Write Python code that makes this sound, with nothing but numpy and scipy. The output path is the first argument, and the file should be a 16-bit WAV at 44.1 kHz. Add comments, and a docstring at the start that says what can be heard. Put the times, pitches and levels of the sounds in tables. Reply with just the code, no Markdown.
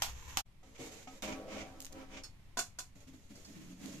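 """Work at a kitchen hearth.

Dough is slapped twice between the palms; the sound breaks off and resumes beside a low fire.
Firewood is shoved over the clay in gritty strokes, ringing the log and firebox. Embers snap,
iron tongs clink and clack, and a stick rumbles along the floor. The room is small and dry."""
import sys
import numpy as np
from scipy import signal
from scipy.fft import rfft, irfft
from scipy.io import wavfile
from scipy.ndimage import uniform_filter1d

SR = 44100
rng = np.random.default_rng(int(sys.argv[2]) if len(sys.argv) > 2 else 0)


def waveform_to_disk(signal):
    """Save audio, clipped to [-1, 1], as 16-bit WAV at the path in sys.argv[1]."""
    frames = np.transpose(np.atleast_2d(signal))
    scaled = np.clip(frames, -1, 1) * 32767
    samples = np.round(scaled).astype(np.int16)
    wavfile.write(sys.argv[1], SR, samples)


N = 176400
T = np.arange(N) / SR
BIN_HZ = np.arange(N // 2 + 1) * SR / N
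ROOM_T60_S, ROOM_ONSET_S, WIDE_HZ = 0.21, 0.0031, 1510
RUB_T60_S, BODY_T60_S = 0.26, 0.32


def undb(db):
    """Decibels to gain."""
    return 10 ** (np.asarray(db) / 20)


def unit(x):
    """Scale to rms 1."""
    return x / np.sqrt(np.mean(x ** 2))


def unit_hit(x):
    """Scale to the energy of 30 ms at rms 1."""
    return unit(x) * np.sqrt(.03 * SR / N)


def per_bin(points):
    """Interpolate (Hz, value) points over log frequency."""
    hz, value = np.array(points).T
    return np.interp(np.log(BIN_HZ + 1), np.log(hz), value)


def colour(x, points, tilt_db_oct=0):
    """Minimum-phase filter through tilted (Hz, dB) points."""
    gain = undb(per_bin([(hz, db + tilt_db_oct * np.log2(hz)) for hz, db in points]))
    cepstrum = irfft(np.log(gain), N)
    cepstrum[0], cepstrum[N // 2:] = 0, 0
    return irfft(rfft(x) * np.exp(rfft(2 * cepstrum)), N)


def resonate(x, peaks):
    """Parallel resonators (Hz, width Hz, dB)."""
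    f = BIN_HZ + 1e-3
    response = sum(undb(db) / (1 + 1j * (f * f - hz * hz) / (f * width)) for hz, width, db in peaks)
    return irfft(rfft(x) * response, N)


def widen(pair):
    """Mid and side to stereo, narrow in the bass."""
    side = irfft(rfft(pair[1]) * np.minimum(0.21 + BIN_HZ / WIDE_HZ * 0.66, 1), N)
    return np.array([pair[0] + side, pair[0] - side])


def noise():
    """Stereo noise."""
    return widen(rng.standard_normal((2, N)))


def wander(rate_hz):
    """Smooth random curve, rms 1."""
    span = max(int(SR / rate_hz), 1)
    return unit(uniform_filter1d(uniform_filter1d(rng.standard_normal(N), span), span))


def grains(per_s=1400, spread_db=2.5):
    """Dense, uneven clicks of a rough surface."""
    on = rng.random((2, N)) < per_s / SR
    clicks = on * rng.standard_normal((2, N))
    return widen(clicks * undb(spread_db * np.minimum(rng.exponential(size=(2, N)), 3)))


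def tail():
    """Reverberation envelope, unit energy."""
    env = undb(-60 * T / ROOM_T60_S) * (1 - np.exp(-(T / ROOM_ONSET_S) ** 2))
    return env / np.sqrt(np.sum(env ** 2))


def room(x, wet_db):
    """Direct sound plus reverberation."""
    impulse = (unit(noise()) * tail())[:, :SR // 2]
    return x + undb(wet_db) * signal.fftconvolve(x, impulse, axes=1)[:, :N]


def ring(modes):
    """Struck modes (Hz, dB, T60 s); the high ones differ in phase between sides."""
    t, out = T[:SR // 2], np.zeros((2, N))
    for hz, db, t60 in modes:
        phase = rng.uniform(-1.36, 1, (2, 1)) * min(hz / WIDE_HZ, np.pi)
        out[:, :len(t)] += undb(db - 60 * t / t60) * np.sin(2 * np.pi * hz * t + phase)
    return unit_hit(out)


def crack(decay_s, points, wet_db, tilt_db_oct=0):
    """Contact noise burst with its diffuse echo."""
    burst = np.exp(-T / decay_s) * (1 - np.exp(-10 * T / decay_s))
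    env = np.hypot(burst / np.sqrt(np.sum(burst ** 2)), undb(wet_db) * tail())
    return unit_hit(colour(noise() * env, points, tilt_db_oct)) * np.hypot(1, undb(wet_db))


def stroke(start_s, rise_s, hold_s, t60_s):
    """Effort envelope: rise, hold, decay."""
    release_s = np.maximum(T - start_s - rise_s - hold_s, 0)
    return np.clip((T - start_s) / rise_s, 0, 1) * undb(-60 * release_s / t60_s)


def place(hit, start_s, db):
    """Delay and scale a hit."""
    return undb(db) * np.pad(hit, ((0, 0), (int(start_s * SR), 0)))[:, :N]


# (frequency [Hz], gain [dB])
FIRE_SPECTRUM = [(20, -3.5), (33, -17.5), (92, -14.5), (155, -21), (433, -38.5), (914, -39), (1590, -44.5),
                 (2040, -41), (2340, -41.5), (4820, -50), (13800, -57), (15000, -72)]

def fire(level_db=-57.5, flutter_db=1.1):
    """Low flutter of flames and faint hiss."""
    return undb(level_db + flutter_db * wander(1.5)) * unit(colour(noise(), FIRE_SPECTRUM))


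# (frequency [Hz], gain [dB])
DRONE_SPECTRUM = [(20, 1), (30, -21), (45, -13.5), (66, 2.5), (90, -7.5), (140, -18), (700, -39.5)]

def drone(level_db=-49.5):
    """Steady low noise."""
    return undb(level_db) * unit(colour(noise(), DRONE_SPECTRUM + [(4000, -102)]))


# (time [s], level [dB], tilt [dB/oct])
SNAP_HITS = [(1.8039, -50.5, 0), (1.818, -58, -1), (1.824, -55, 2), (1.8475, -54, -4), (1.854, -53, -1),
             (1.866, -57.5, -7.5), (1.9248, -61.5, -5.5), (1.929, -61, -4), (3.859, -59, -4)]
# (frequency [Hz], gain [dB])
SNAP_SPECTRUM = [(500, -32), (2000, -15), (3000, -6), (5000, -4), (6700, 4), (8500, -5), (15000, -5)]
SNAP_DECAY_S, SNAP_WET_DB = .001, -8

def snaps():
    """Embers snap, bright or dull; the last click is a light scrape or clink."""
    return sum(place(crack(SNAP_DECAY_S, SNAP_SPECTRUM, SNAP_WET_DB, tilt), start, db)
               for start, db, tilt in SNAP_HITS)


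# (time [s], rise [s], hold [s], level [dB])
PALM_RUBS = [(-.02, 0.0032, 0.11, -50), (0.125, 0.07, 0.06, -55.5), (0.274, 0.0089, 0.26, -54.5)]
# (frequency [Hz], gain [dB])
PALM_SPECTRUM = [(250, 0), (750, -1.5), (980, 10.5), (1200, -0.5), (2900, -1), (5000, -8.5), (6800, 1.5),
                 (9000, -19), (12500, -9.5), (15000, -26)]

def palms():
    """Palms swish over the dough."""
    rub = unit(colour(room(grains(), wet_db=1.7), PALM_SPECTRUM))
    return rub * sum(undb(db) * stroke(*timing, RUB_T60_S) for *timing, db in PALM_RUBS)


# (time [s], level [dB], tilt [dB/oct])
DOUGH_SLAPS = [(0.0208, -35, 0), (.371, -35, -0.6)]
# (frequency [Hz], gain [dB])
SLAP_SPECTRUM = [(100, -5.5), (480, -13.5), (650, -1), (790, 9.5), (1000, -1.5), (1350, 2), (1900, -6),
                 (3200, 2), (3800, -2.5), (4500, -0.5), (6900, -1), (8500, -6.5), (10500, -13), (12200, -5),
                 (15000, -16.5)]

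def slaps(decay_s=0.0024, wet_db=-0.5):
    """Dough smacks against the palms."""
    return sum(place(crack(decay_s, SLAP_SPECTRUM, wet_db, tilt), start, db)
               for start, db, tilt in DOUGH_SLAPS)


# (time [s], rise [s], hold [s], rumble [dB], ash [dB])
STICK_PULLS = [(2.95, 0.0069, 0.0097, -62.5, -64), (3.002, 0.003, 0.0081, -76, -64.5),
               (3.068, 0.01, 0.0077, -57, -64.5), (3.127, 0.015, 0.16, -69.5, -69.5),
               (3.292, 0.017, 0.011, -58.5, -67), (3.325, 0.051, 0.089, -63, -63),
               (3.458, 0.049, 0.074, -56, -62.5), (3.577, 0.044, 0.052, -51.5, -65.5),
               (3.69, 0.012, 0.13, -58.5, -68), (3.791, 0.053, 0.068, -48.5, -56),
               (3.916, 0.0085, 0.047, -56, -59)]
# (frequency [Hz], width [Hz], gain [dB])
STICK_RESONANCES = [(139.6, 4.8, -2.5), (184.3, 15, -1), (209, 7.6, -9), (261.2, 14.7, -5)]
# (frequency [Hz], gain [dB])
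ASH_SPECTRUM = [(150, -7), (450, 15.5), (1200, -1), (2300, 1.5), (4200, -0.5), (5200, -2), (6800, 4.5),
                (9000, -8.5), (13500, -8.5), (15000, -50)]

def stick(judder_db=4):
    """A stick bumps along the floor through hissing ash."""
    bumps = noise() * undb(judder_db * wander(37))
    body = resonate(bumps, STICK_RESONANCES)
    rumble = unit(colour(body, [(60, -22), (130, -8), (310, 1.5), (430, -21), (2200, 0)]))
    ash = unit(colour(room(grains(), wet_db=12), ASH_SPECTRUM))
    return sum((undb(rumble_db) * rumble + undb(ash_db) * ash) * stroke(*timing, BODY_T60_S)
               for *timing, rumble_db, ash_db in STICK_PULLS)


# (time [s], level [dB])
ARM_CLINKS = [(2.236, -52.5), (2.242, -55.5), (3.353, -63.5), (3.448, -59.5), (3.523, -70), (3.685, -72)]
# (frequency [Hz], gain [dB], T60 [s])
ARM_MODES = [(4430, 3, 0.18), (4603, -1, 0.15), (5310, 8, 0.12), (6240, 2, 0.17), (6970, 1.5, 0.11),
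             (7760, -2, 0.098), (9905, -4, 0.09), (11500, -11, 0.098)]
# (time [s], level [dB], relative ring [dB], tilt [dB/oct])
TONG_CLACKS = [(2.5715, -41.5, 2.5, -.7), (2.589, -37.5, -2.5, 1.2), (2.7865, -44.5, -5, 1.7)]
# (frequency [Hz], gain [dB], T60 [s])
TONG_MODES = [(696, 6, .17), (748, 7, .17), (1004, 12, .19), (1100, 3, .15), (1450, 9, .13), (1490, 9, .14),
              (3550, 4, .09), (4156, 7, .13), (4880, 3, .14), (5803, 4, .14), (5858, 5, .14),
              (6556, 6, .15), (6879, 4, .16), (7838, 1, .13), (10020, 0, .1)]
# (frequency [Hz], gain [dB])
CLACK_SPECTRUM = [(100, -19), (200, 11), (700, 2), (1500, 8), (2000, -1), (2800, 5), (3200, -4), (3500, 9),
                  (3800, -5), (4100, 8), (5200, 4), (6900, 10), (9000, -1), (13500, -6), (15000, -38)]

def tongs(decay_s=0.016, wet_db=-2, clink_crack_db=-4.5):
    """Iron arms clink together and clack on the hearth; each clack has its own brightness."""
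    out = np.zeros((2, N))
    for start, db in ARM_CLINKS:
        clink = ring(ARM_MODES) + undb(clink_crack_db) * crack(decay_s, CLACK_SPECTRUM, wet_db)
        out += place(clink, start, db)
    for start, db, ring_db, tilt in TONG_CLACKS:
        iron = ring([(hz, mode_db + tilt * np.log2(hz), t60) for hz, mode_db, t60 in TONG_MODES])
        contact = crack(decay_s, CLACK_SPECTRUM, wet_db, tilt)
        out += place(contact + undb(ring_db) * iron, start, db)
    return out


# (time [s], level [dB], relative crack [dB])
WOOD_KNOCKS = [(0.63, -65.5, -9.5), (1.073, -49, -10), (1.223, -54.5, 4)]
# (frequency [Hz], gain [dB], T60 [s])
WOOD_MODES = [(265, 2.5, 0.45), (751, 8, 0.16), (830, -2.5, 0.15), (1270, -2.5, 0.29)]
WOOD_WET_DB = 1.5

def knocks(decay_s=0.011):
    """Wood bumps the gritty hearth and rings."""
    out = np.zeros((2, N))
    for start, db, crack_db in WOOD_KNOCKS:
        knock = ring(WOOD_MODES) + undb(crack_db) * crack(decay_s, GRIT_SPECTRUM, WOOD_WET_DB)
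        out += place(knock, start, db)
    return out


# (frequency [Hz], gain [dB])
THUD_SPECTRUM = [(90, -4.5), (220, 1.5), (550, -2.5), (1100, -27), (4000, -43)]

def thud(decay_s=0.15):
    """A log drops dully into place."""
    return place(crack(decay_s, THUD_SPECTRUM, WOOD_WET_DB), start_s=.789, db=-50)


# (frequency [Hz], gain [dB], T60 [s])
POKE_MODES = [(2180, -4.5, 0.14), (2977, -1, .14), (3600, 3, 0.086)]

def poke(ring_db=-0.45):
    """The stick cracks and rings as it is poked into the pile."""
    snap = crack(SNAP_DECAY_S, SNAP_SPECTRUM, WOOD_WET_DB, tilt_db_oct=-2.6)
    return place(snap + undb(ring_db) * ring(POKE_MODES), start_s=1.2225, db=-52)


def groan(start_s=1.36, level_db=-53, start_hz=529, climb_hz_per_s=400, width_hz=284):
    """A rough log resonance climbs as the log is forced deeper."""
    phase = 2 * np.pi * np.cumsum(start_hz + climb_hz_per_s * (T - start_s)) / SR
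    rough = wander(width_hz) * np.cos(phase) + wander(width_hz) * np.sin(phase)
    return undb(level_db) * rough * stroke(start_s, rise_s=0.026, hold_s=0.26, t60_s=BODY_T60_S)


# (time [s], rise [s], hold [s], body [dB], grit [dB], ash [dB])
WOOD_SHOVES = [(0.629, 0.0064, 0.12, -65.5, -74, -68.5), (0.746, 0.011, 0.012, -79, -60.5, -69),
               (0.78, 0.03, 0.065, -56, -59.5, -50.5), (0.912, 0.0086, 0.11, -65.5, -73, -57.5),
               (1.067, 0.05, 0.063, -62.5, -77, -61), (1.225, 0.0069, 0.018, -44.5, -44.5, -49),
               (1.274, 0.0049, 0.039, -45, -50.5, -73), (1.348, 0.014, 0.084, -53.5, -78, -94),
               (1.458, 0.095, 0.057, -45.5, -48, -84), (1.655, 0.015, 0.16, -58, -100, -68.5),
               (1.893, 0.082, 0.054, -51, -60.5, -94), (2.08, 0.061, 0.046, -54, -52.5, -68)]
# (frequency [Hz], width [Hz], gain [dB])
FIREBOX_RESONANCES = [(208, 17, 1), (267.4, 6.8, 10.5), (314, 12.7, 4), (416.4, 17, 0), (529, 14, 4),
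                      (616, 6.2, 2), (758, 13.6, 0), (964, 8.8, -4), (1133, 3.6, -0.5), (1288, 12, -7)]
# (frequency [Hz], gain [dB])
GRIT_SPECTRUM = [(120, 10.5), (700, 3.5), (1700, -1.5), (2000, 2), (2220, 10.5), (2600, 1.5), (3050, 4.5),
                 (4200, -7.5), (5000, -4.5), (6700, -1.5), (8500, -17), (15000, -96)]

def firewood(judder_db=2.5):
    """Wood judders over clay: grit rasps, ash hisses, log and firebox ring."""
    rub = room(grains() * undb(judder_db * wander(97)), wet_db=0.82)
    grit = unit(colour(rub, GRIT_SPECTRUM))
    body = unit(resonate(room(noise(), wet_db=-10), FIREBOX_RESONANCES))
    ash = unit(colour(room(grains(), wet_db=12), ASH_SPECTRUM))
    out = np.zeros((2, N))
    for *timing, body_db, grit_db, ash_db in WOOD_SHOVES:
        out += undb(body_db) * body * stroke(*timing, BODY_T60_S)
        out += (undb(grit_db) * grit + undb(ash_db) * ash) * stroke(*timing, RUB_T60_S)
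    return out


def scene(break_s=0.408, resume_s=0.461):
    """Dough, a brief silence, then work at the fire."""
    dough = slaps() + palms() + drone()
    hearth = firewood() + knocks() + thud() + poke() + stick() + snaps() + tongs() + fire() + groan()
    fade_out = undb(-np.clip((T - break_s) * 2500, 0, 120))
    fade_in = undb(-35 * np.clip((resume_s - T) / 0.017, 0, 1))
    return dough * fade_out + hearth * fade_in


# (frequency [Hz], left minus right [dB])
MIC_IMBALANCE = [(100, 1.5), (270, -1.5), (600, 0.5), (1200, 1.5), (2000, -5.5), (3200, -1.5), (4800, -4.5),
                 (6700, -6), (8300, 4.5), (12000, -1.5)]
RIGHT_LAG_S, LOWPASS_HZ = .00008, 14600

def record(dry):
    """Two microphones of unequal colour, the right slightly late; top cut."""
    lean_db = per_bin(MIC_IMBALANCE) / 2
    lag = np.exp(-2j * np.pi * BIN_HZ * RIGHT_LAG_S)
    heard = irfft(rfft(dry) * np.array([undb(lean_db), undb(-lean_db) * lag]), N)
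    return signal.sosfilt(signal.ellip(8, .2, 70, LOWPASS_HZ, fs=SR, output="sos"), heard)


dry = scene()
out = record(dry)
waveform_to_disk(out)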